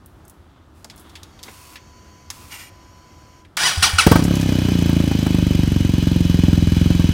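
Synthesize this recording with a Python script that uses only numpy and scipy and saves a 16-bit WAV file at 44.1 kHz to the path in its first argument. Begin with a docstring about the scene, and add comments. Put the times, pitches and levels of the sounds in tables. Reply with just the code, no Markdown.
"""A concrete driveway, the microphone beside the open silencer of a single-cylinder motorcycle, traffic
far off. The key clicks in, hands rub on the bike, the electrics whine and a servo whirs to its stop.
The starter's gears grind over two compressions and the engine catches with a few bangs, each a pressure
pulse that rings the pipe and a puff of gas. It sinks to a thumping idle over the clatter of its valve
gear as the microphone moves in closer."""
import sys
import numpy as np
from scipy import signal
from scipy.fft import rfft, irfft, next_fast_len
from scipy.io import wavfile

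SR = 44100
rng = np.random.default_rng(int(sys.argv[2]) if len(sys.argv) > 2 else 0)


def dump_mix(stems):
    """Bounce the given channels to the path in sys.argv[1] as a 16-bit WAV at rate SR."""
    frames = np.atleast_2d(stems).T  # one column per channel
    limited = np.clip(frames, -1, 1)  # hard clip at full scale
    pcm = np.round(limited * 32767).astype(np.int16)
    wavfile.write(sys.argv[1], SR, pcm)


N = 314433
TIME = np.arange(N) / SR

# Distant traffic. Each row: frequency in Hz, level in dB.
TRAFFIC_COLOUR = [(15, -50), (25, -22.5), (87, -3.5), (114, -13.5), (256, -18), (326, -15.5), (373, -19.5),
                  (439, -26.5), (476, -27.5), (516, -25.5), (1260, -27), (2350, -40.5), (3250, -39.5),
                  (4870, -44.5), (16000, -56.5)]
# Key, switches and relays. Each row: start in seconds, level in dB, centre in Hz, t60 in seconds.
CLICKS = [(0.06, -38, 12000, 0.018), (.251, -50, 9000, 0.033), (.280, -41, 11000, 0.021),
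          (.297, -41, 9700, 0.036), (.845, -32.5, 5000, 0.022), (.847, -36, 646, .05),
          (.899, -35, 3370, 0.06), (.960, -47, 11000, .05), (0.978, -43.5, 6000, 0.046),
          (.995, -45.5, 10000, 0.11), (1.095, -45, 4000, .05), (1.154, -35.5, 3050, 0.085),
          (1.232, -32, 4560, 0.023), (1.391, -43, 3000, 0.05), (1.430, -28.5, 5400, 0.01),
          (1.435, -28.5, 4300, 0.021), (1.481, -36.5, 1800, 0.072), (1.484, -32.5, 402, 0.024),
          (1.757, -33.5, 2350, 0.083), (2.3023, -21.5, 4930, 0.027), (2.303, -33, 1310, 0.054),
          (3.449, -45, 2160, 0.048), (3.569, -19.5, 5200, 0.064), (3.571, -18.5, 1570, 0.11),
          (4.2377, -26.5, 5950, 0.076), (4.3541, -22.5, 5010, 0.025), (4.413, -25.5, 5000, 0.038)]
# Strokes of the hand on the bike. Each row: start and length in seconds, level in dB.
RUBS = [(.38, 0.3, -58), (.88, 0.49, -50), (1.44, 0.076, -43), (1.66, 0.2, -60)]
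# The rubbing. Each row: frequency in Hz, level in dB.
RUB_COLOUR = [(120, -11), (300, 9), (550, -7), (820, 2), (1300, -0.5), (2500, -12), (3500, -4), (4500, -16),
              (12000, -45)]
# The key sliding in the lock. Each row: start and length in seconds, level in dB.
KEY_SLIDES = [(.74, .12, -60), (.93, .4, -59.5)]
# Small sliding metal parts, key and servo. Each row: frequency in Hz, level in dB.
SLIDING_COLOUR = [(350, -59), (600, -16), (1030, 1), (1780, -10), (1930, -9), (2680, -3), (2950, -8.5),
                  (9360, -8), (16000, -12.5)]
# Hiss of the live electrics. Each row: frequency in Hz, level in dB.
ELECTRICS_COLOUR = [(700, -2), (1200, -5), (2050, -2.5), (2500, -6), (2950, -3.5), (3510, -13.5),
                    (4500, -5), (6700, -4.5), (8000, -16), (9700, -16.5), (10600, -26), (13600, -17),
                    (16000, -36)]
# Their whines. Each row: start and end in seconds, pitch in Hz, level in dB.
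WHINES = [(1.38, 3.46, 1001, -58.5), (1.3, 2.6, 4479, -64.5), (1.75, 2.3, 6298, -66.5),
          (1.75, 2.3, 6918, -72), (2.68, 3.42, 4420, -68), (2.68, 3.42, 5570, -70)]
# The servo running out and back. Each row: start and end in seconds, level in dB.
SERVO_RUNS = [(1.42, 1.78, -47.5), (2.293, 2.654, -47.8)]
# The servo hitting its stop. Each row: start in seconds, level in dB.
STOP_HITS = [(2.501, -32.5), (2.582, -42)]
# Ring of that stop. Each row: frequency and width in Hz, level in dB.
STOP_MODES = [(980, 920, -11.5), (1980, 160, -1), (2288, 42, 6), (2920, 420, -3), (5300, 1300, -10.5),
              (7000, 250, -3.5), (8700, 340, -5), (13200, 1300, -12)]
# Surges of the starter. Each row: start and run-up in seconds, top gear mesh in Hz, slowing time in
# seconds, gain in dB at a mesh of 1 kHz.
STARTER_SURGES = [(3.562, 0.11, 993, .054, -13), (3.823, .007, 1433, 0.053, -13),
                  (3.982, .007, 1461, .047, -14.5), (4.05, 0.039, 685, 0.13, -17)]
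# The starter gears. Each row: frequency in Hz, level in dB.
STARTER_COLOUR = [(100, -23), (300, -10), (500, -16), (800, -12), (1100, -9), (1380, 0.5), (1930, -8),
                  (2480, -7), (2900, -9.5), (3950, -8), (5900, -10.5), (7200, -19), (9700, -13.5),
                  (11500, -30), (16000, -28)]
# Ring of the engine covers. Each row: frequency and width in Hz, level in dB.
COVER_MODES = [(1410, 87, -9), (2310, 14, -6), (2904, 80, 8), (3200, 160, -8.5), (4700, 61, -38)]
# Unfired exhaust strokes. Each row: start in seconds, pulse level in dB, pulse rise in seconds.
CHUFFS = [(3.772, 3, .0025), (3.931, 3, .0025)]
# Ring of the pipe with the valve shut again. Each row: frequency and width in Hz, level in dB.
SHUT_PIPE_MODES = [(86, 9.3, 54.5), (177, 26, 44)]
# First firings. Each row: start in seconds, pulse level in dB, pulse rise in seconds, gas puff in dB.
FIRST_FIRINGS = [(4.065, 3, 0.00091, -7), (4.1145, 1.5, 0.00054, -7), (4.1558, -1.5, 0.00065, -13),
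                 (4.1914, -6.5, 0.00051, -24.5)]
# Standing waves of the exhaust. Each row: frequency and width in Hz, level in dB.
PIPE_MODES = [(45.6, 18, 36), (83.6, 25.3, 45.5), (176.5, 11.8, 46.5), (190, 6.3, 3), (267.3, 130, 48.5),
              (350, 29, 41), (552, 93, 38)]
# The gas puffs. Each row: frequency in Hz, level in dB.
GAS_COLOUR = [(100, 2), (300, 4), (520, 4.5), (750, 1), (1300, -4.5), (2500, -14), (5000, -18),
              (10000, -23), (16000, -21)]
# High pipe overtones, rung by the gas. Each row: frequency and width in Hz, level in dB.
PIPE_OVERTONES = [(801, 15, 8), (881, 20, 12.5), (1132, 26, 13), (1250, 28, 7.5), (1567, 53, 9.5)]
# Engine speed, a flare that sinks to idle. Each row: time in seconds, firings per second.
FIRING_RATE = [(4.222, 35.23), (4.735, 29.07), (5.46, 24.37), (5.804, 22.91), (6.716, 20.83),
               (6.881, 22.44), (7.13, 20.38)]
# The hardest burns popping at the outlet. 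Each row: start in seconds, gas puff in dB.
POPS = [(4.685, -28), (4.89, -26.5), (5.113, -30), (5.261, -24.5), (5.717, -39), (6.996, -35)]
# Valve gear and timing chain. Each row: frequency in Hz, level in dB.
CLATTER_COLOUR = [(400, -2), (750, -7), (1090, -10), (1500, -3.5), (2100, -7.5), (3200, -3), (3600, -7.5),
                  (4670, -8), (5700, -10), (7500, -17.5), (9600, -19.5), (10500, -24.5), (14600, -21.5),
                  (16000, -27)]

RUNNING_S, IDLE_HZ = 4.2224, 22  # regular firing begins; firing rate at idle


def undb(db):
    """Decibels to gain."""
    return 10 ** (np.asarray(db) / 20)


def unit(x):
    """Scale to rms 1."""
    return x / np.sqrt(np.mean(x ** 2))


def curve(rows, at=TIME):
    """Rows of time and value joined by straight lines."""
    return np.interp(at, *np.transpose(rows))


def decay(age, t60):
    """Exponential fall, 60 dB in t60 seconds."""
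    return np.exp(-np.log(1000) * age / t60)


def ramp(start, length, at=TIME):
    """A straight rise from 0 to 1."""
    return np.clip((at - start) / length, 0, 1)


def gate(start, end, attack, release):
    """Attack, hold, release."""
    return ramp(start, attack) * (1 - ramp(end - release, release))


def add(track, start, sound):
    """Mix a sound in at a time in seconds."""
    i = int(start * SR)
    track[i:i + len(sound)] += sound[:max(N - i, 0)]


def filtered(x, response):
    """Apply a frequency response."""
    size = next_fast_len(len(x) + SR // 4)
    hz = np.fft.rfftfreq(size, 1 / SR) + 1e-6
    return irfft(rfft(x, size) * response(hz), size)[:len(x)]


def colour(x, points):
    """Shape a sound's spectrum, keeping the power of white noise."""
    hz, db = np.transpose(points)
    return filtered(x, lambda f: unit(undb(np.interp(np.log(f), np.log(hz), db))))


def resonate(x, modes):
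    """Damped resonances; neighbouring modes swing in opposite directions."""
    return filtered(x, lambda f: sum((-1) ** (k + 1) * undb(db) / (1 + 1j * (f * f - hz * hz) / (bw * f))
                                     for k, (hz, bw, db) in enumerate(modes)))


def walk(rate):
    """Random drift, `rate` steps a second, spread near 1."""
    steps = rng.standard_normal(4096)
    return 1.2 * np.interp(TIME * rate, np.arange(len(steps)), steps)


def grains(rate, spread_db):
    """Dense tiny impacts of uneven size, rms 1."""
    hit = rng.random(N) < rate / SR
    return unit(hit * rng.standard_normal(N) * undb(spread_db * np.minimum(rng.exponential(size=N), 4)))


def casing(x, t60, direct_db):
    """Cast metal: countless close modes smear every impact into a short ring."""
    age = TIME[:SR // 4]
    ring = rng.standard_normal(len(age)) * decay(age, t60)
    ring /= np.linalg.norm(ring)
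    ring[0] += undb(direct_db)
    return signal.fftconvolve(x, ring / np.linalg.norm(ring))[:len(x)]


def traffic(level_db=-47.5):
    """Low rumble from a distant street."""
    return colour(rng.standard_normal(N), TRAFFIC_COLOUR) * undb(level_db + 0.89 * walk(8.7))


def clicks(relative_width=1.22, tail_db=-25, tail_t60=0.55):
    """Small metal contacts: a short ringing crack and a faint rattle after it."""
    out, age = np.zeros(N), TIME[:SR // 4]
    for start, db, hz, t60 in CLICKS:
        band = [(hz, relative_width * hz, 0)]
        ring = unit(resonate(resonate(rng.standard_normal(len(age)), band), band))
        add(out, start, undb(db) * ring * (decay(age, t60) + undb(tail_db) * decay(age, tail_t60)))
    return casing(out, t60=0.046, direct_db=6)


def strokes(rows, peak=0.42):
    """Gain of strokes that swell for the share `peak` of their length, then fade."""
    return sum(undb(db) * np.sqrt(gate(start, start + length, peak * length, (1 - peak) * length))
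               for start, length, db in rows)


def handling():
    """Hands and clothes rub softly on the bike while the key slides in its lock."""
    hands = colour(grains(5000, 1.2) * undb(2.5 * walk(35)), RUB_COLOUR)
    key = colour(grains(9800, 1.0), SLIDING_COLOUR)
    return hands * strokes(RUBS) + key * strokes(KEY_SLIDES)


def electrics(hiss_db=-55.5, waver=0.002):
    """While the ignition primes, small motors hiss and whine in their housings."""
    hiss = colour(casing(rng.standard_normal(N), t60=0.17, direct_db=-13), ELECTRICS_COLOUR)
    out = hiss * undb(hiss_db) * gate(start=1.2, end=3.46, attack=0.18, release=0.066)
    for start, end, hz, db in WHINES:
        gain = undb(db + 0.99 * walk(40.1)) * gate(start, end, 0.018, 0.027)
        cycles = np.cumsum(hz * (1 + waver * walk(120))) / SR
        out += gain * np.sqrt(2) * np.sin(2 * np.pi * cycles)
    return out


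def servo(ramp_s=0.025, chatter_t60=0.4, chatter_end_s=2.705, release_s=0.012):
    """A servo's sliding parts whir out and back; it hits its stop and chatters."""
    running = sum(undb(db) * gate(start, end, ramp_s, ramp_s) for start, end, db in SERVO_RUNS)
    whir = colour(grains(9800, 0.91), SLIDING_COLOUR)
    shaking = sum(undb(db) * gate(start, chatter_end_s, ramp_s, release_s)
                  * decay(np.maximum(TIME - start - ramp_s, 0), chatter_t60) for start, db in STOP_HITS)
    chatter = unit(resonate(casing(grains(2800, 1.6), t60=0.1, direct_db=-12), STOP_MODES))
    return whir * running + chatter * shaking


def starter_drive(slowest_hz=384.3, drag_shape=1.3, db_per_octave=12.5):
    """Gear mesh in Hz and gain: the starter races until the next compression drags it down."""
    surges = np.array([(top_hz - slowest_hz) * np.sin(np.pi / 2 * ramp(start, run_up))
                       * np.exp(-(np.maximum(TIME - start - run_up, 0) / slowing) ** drag_shape)
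                       for start, run_up, top_hz, slowing, _ in STARTER_SURGES])
    hz = slowest_hz + surges.max(axis=0)
    db = np.array(STARTER_SURGES)[surges.argmax(axis=0), -1] + db_per_octave * np.log2(hz / 1000)
    return hz, undb(db) * gate(start=3.568, end=4.26, attack=0.0033, release=0.069)


def starter(flutter_db=3.5, slow_rattle_db=11, whine_db=-9):
    """Meshing gears sing gliding partials that flutter with the backlash, and rattle most when slow."""
    hz, gain = starter_drive()
    teeth = np.cumsum(hz * (1 + 0.026 * walk(400))) / SR
    speed = hz / hz.max()
    mesh = unit(sum(undb(flutter_db * walk(150)) * np.cos(2 * np.pi * k * teeth + .9 * walk(200) + k * k)
                    for k in range(1, 10)))
    rattle = undb(-2) * casing(grains(8000, 1.2), t60=0.04, direct_db=0)
    gears = colour(speed * mesh + undb(slow_rattle_db * (1 - speed)) * rattle, STARTER_COLOUR)
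    gears = unit(gears + resonate(gears, COVER_MODES))
    whine = speed ** 3 * np.sin(2 * np.pi * teeth) * undb(flutter_db * walk(270))
    return (gears + undb(whine_db) * whine) * gain


def blowdown(rise_s):
    """Pressure pulse of the opening exhaust valve, area 1."""
    age = TIME[:SR // 20] / rise_s
    pulse = age ** 2 * np.exp(-age)
    return pulse / pulse.sum()


def chuffs():
    """Before the engine fires, each exhaust stroke rings the pipe with a soft, hollow chuff."""
    pressure = np.zeros(N)
    for start, db, rise_s in CHUFFS:
        add(pressure, start, undb(db) * blowdown(rise_s))
    return resonate(pressure, SHUT_PIPE_MODES)


def firing_times():
    """One firing for each cycle of the running engine."""
    cycles = np.cumsum(curve(FIRING_RATE) * (TIME >= RUNNING_S)) / SR
    return np.r_[RUNNING_S, np.interp(np.arange(1, cycles[-1]), cycles, TIME)]


def engine_db(idle_db, per_octave_db, closer_db, at=TIME):
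    """Level follows engine speed and gains closer_db as the microphone moves in on the silencer."""
    octaves = np.log2(curve(FIRING_RATE, at) / IDLE_HZ)
    return idle_db + per_octave_db * octaves + closer_db * ramp(start=5.75, length=0.72, at=at)


def exhaust(times, first_rise_s=0.00051, last_rise_s=0.00088, puff_s=0.0036):
    """Each firing rings the pipe and puffs turbulent gas; harder burns are sharper and hiss more."""
    burn, size = rng.standard_normal((len(times), 2)).T
    rises = np.interp(times, [times[0], times[-1]], [first_rise_s, last_rise_s]) * np.exp(-0.074 * burn)
    # Faster firings are smaller, but hiss more.
    pulse_db = engine_db(idle_db=-2.5, per_octave_db=-8, closer_db=3, at=times) + 0.5 * size
    puff_db = engine_db(idle_db=-38, per_octave_db=11, closer_db=3, at=times) + 1.7 * burn
    pressure, flow = np.zeros(N), np.zeros(N)
    age = TIME[:SR // 15] / puff_s
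    puff, tail = age * np.exp(1 - age), 0.19 * np.exp(-age / 6)
    for start, db, rise_s, gas_db in [*FIRST_FIRINGS, *zip(times, pulse_db, rises, puff_db)]:
        add(pressure, start, undb(db) * blowdown(rise_s))
        add(flow, start, undb(gas_db) * (puff + tail))
    for start, gas_db in POPS:
        add(flow, start, undb(gas_db) * puff)
    gas = colour(flow * rng.standard_normal(N), GAS_COLOUR)
    overtones = resonate(flow * rng.standard_normal(N), PIPE_OVERTONES)
    return resonate(pressure, PIPE_MODES) + gas + overtones


def valve_gear(times, open_db=-35, close_db=-41, close_phase=0.54, tick_s=0.0039, swell=0.013):
    """The chain rattles and rings the covers, a touch harder at each firing; valves tick twice a cycle."""
    cycles = np.interp(TIME, times, np.arange(len(times)))
    chain = colour(casing(grains(6000, 0.27), t60=0.041, direct_db=2.5), CLATTER_COLOUR)
    chain = unit(chain + resonate(chain, COVER_MODES)) * (1 + swell * np.cos(2 * np.pi * cycles))
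    chain *= undb(engine_db(idle_db=-34.5, per_octave_db=5.5, closer_db=1.8))
    chain *= ramp(start=4.04, length=0.3) ** 2  # builds as the engine catches
    taps, age = np.zeros(N), TIME[:SR // 30] / tick_s
    tap = age * np.exp(1 - age)
    for start, period in zip(times, 1 / curve(FIRING_RATE, times)):
        add(taps, start - 0.0015, undb(rng.normal(open_db, 1.04)) * tap)
        add(taps, start + close_phase * period, undb(rng.normal(close_db, 1.8)) * tap)
    ticks = colour(taps * grains(9000, 1.0), [(500, -15), (2000, 3), (4500, -3.5), (8000, -7),
                                              (11000, -12.5), (14500, -8.5), (17000, -35)])
    return chain + ticks


def yard(x, echo_db=-24, t60=0.66, delay_s=0.008):
    """Faint scattered echoes from walls and ground reach the microphone after the direct sound."""
    age = TIME[:SR // 2]
    tail = colour(rng.standard_normal(len(age)), [(150, 0), (600, -1.5), (4000, -11), (15000, -33)])
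    tail *= decay(age, t60) * (age > delay_s)
    return x + undb(echo_db) * signal.fftconvolve(x, tail / np.linalg.norm(tail))[:N]


def scene():
    """The motorcycle close by in its yard, the traffic beyond, in mono."""
    times = firing_times()
    engine = exhaust(times) + valve_gear(times) + starter() + chuffs()
    bike = engine + clicks() + handling() + servo() + electrics()
    return (yard(bike) + traffic())[None]


def record(dry, top_hz=15800):
    """The microphone rounds the loudest peaks and cuts the top."""
    rounded = dry / (1 + dry ** 8) ** (1 / 8)
    return signal.sosfilt(signal.ellip(10, 0.2, 80, top_hz, fs=SR, output="sos"), rounded)


dry = scene()
out = record(dry)
dump_mix(out)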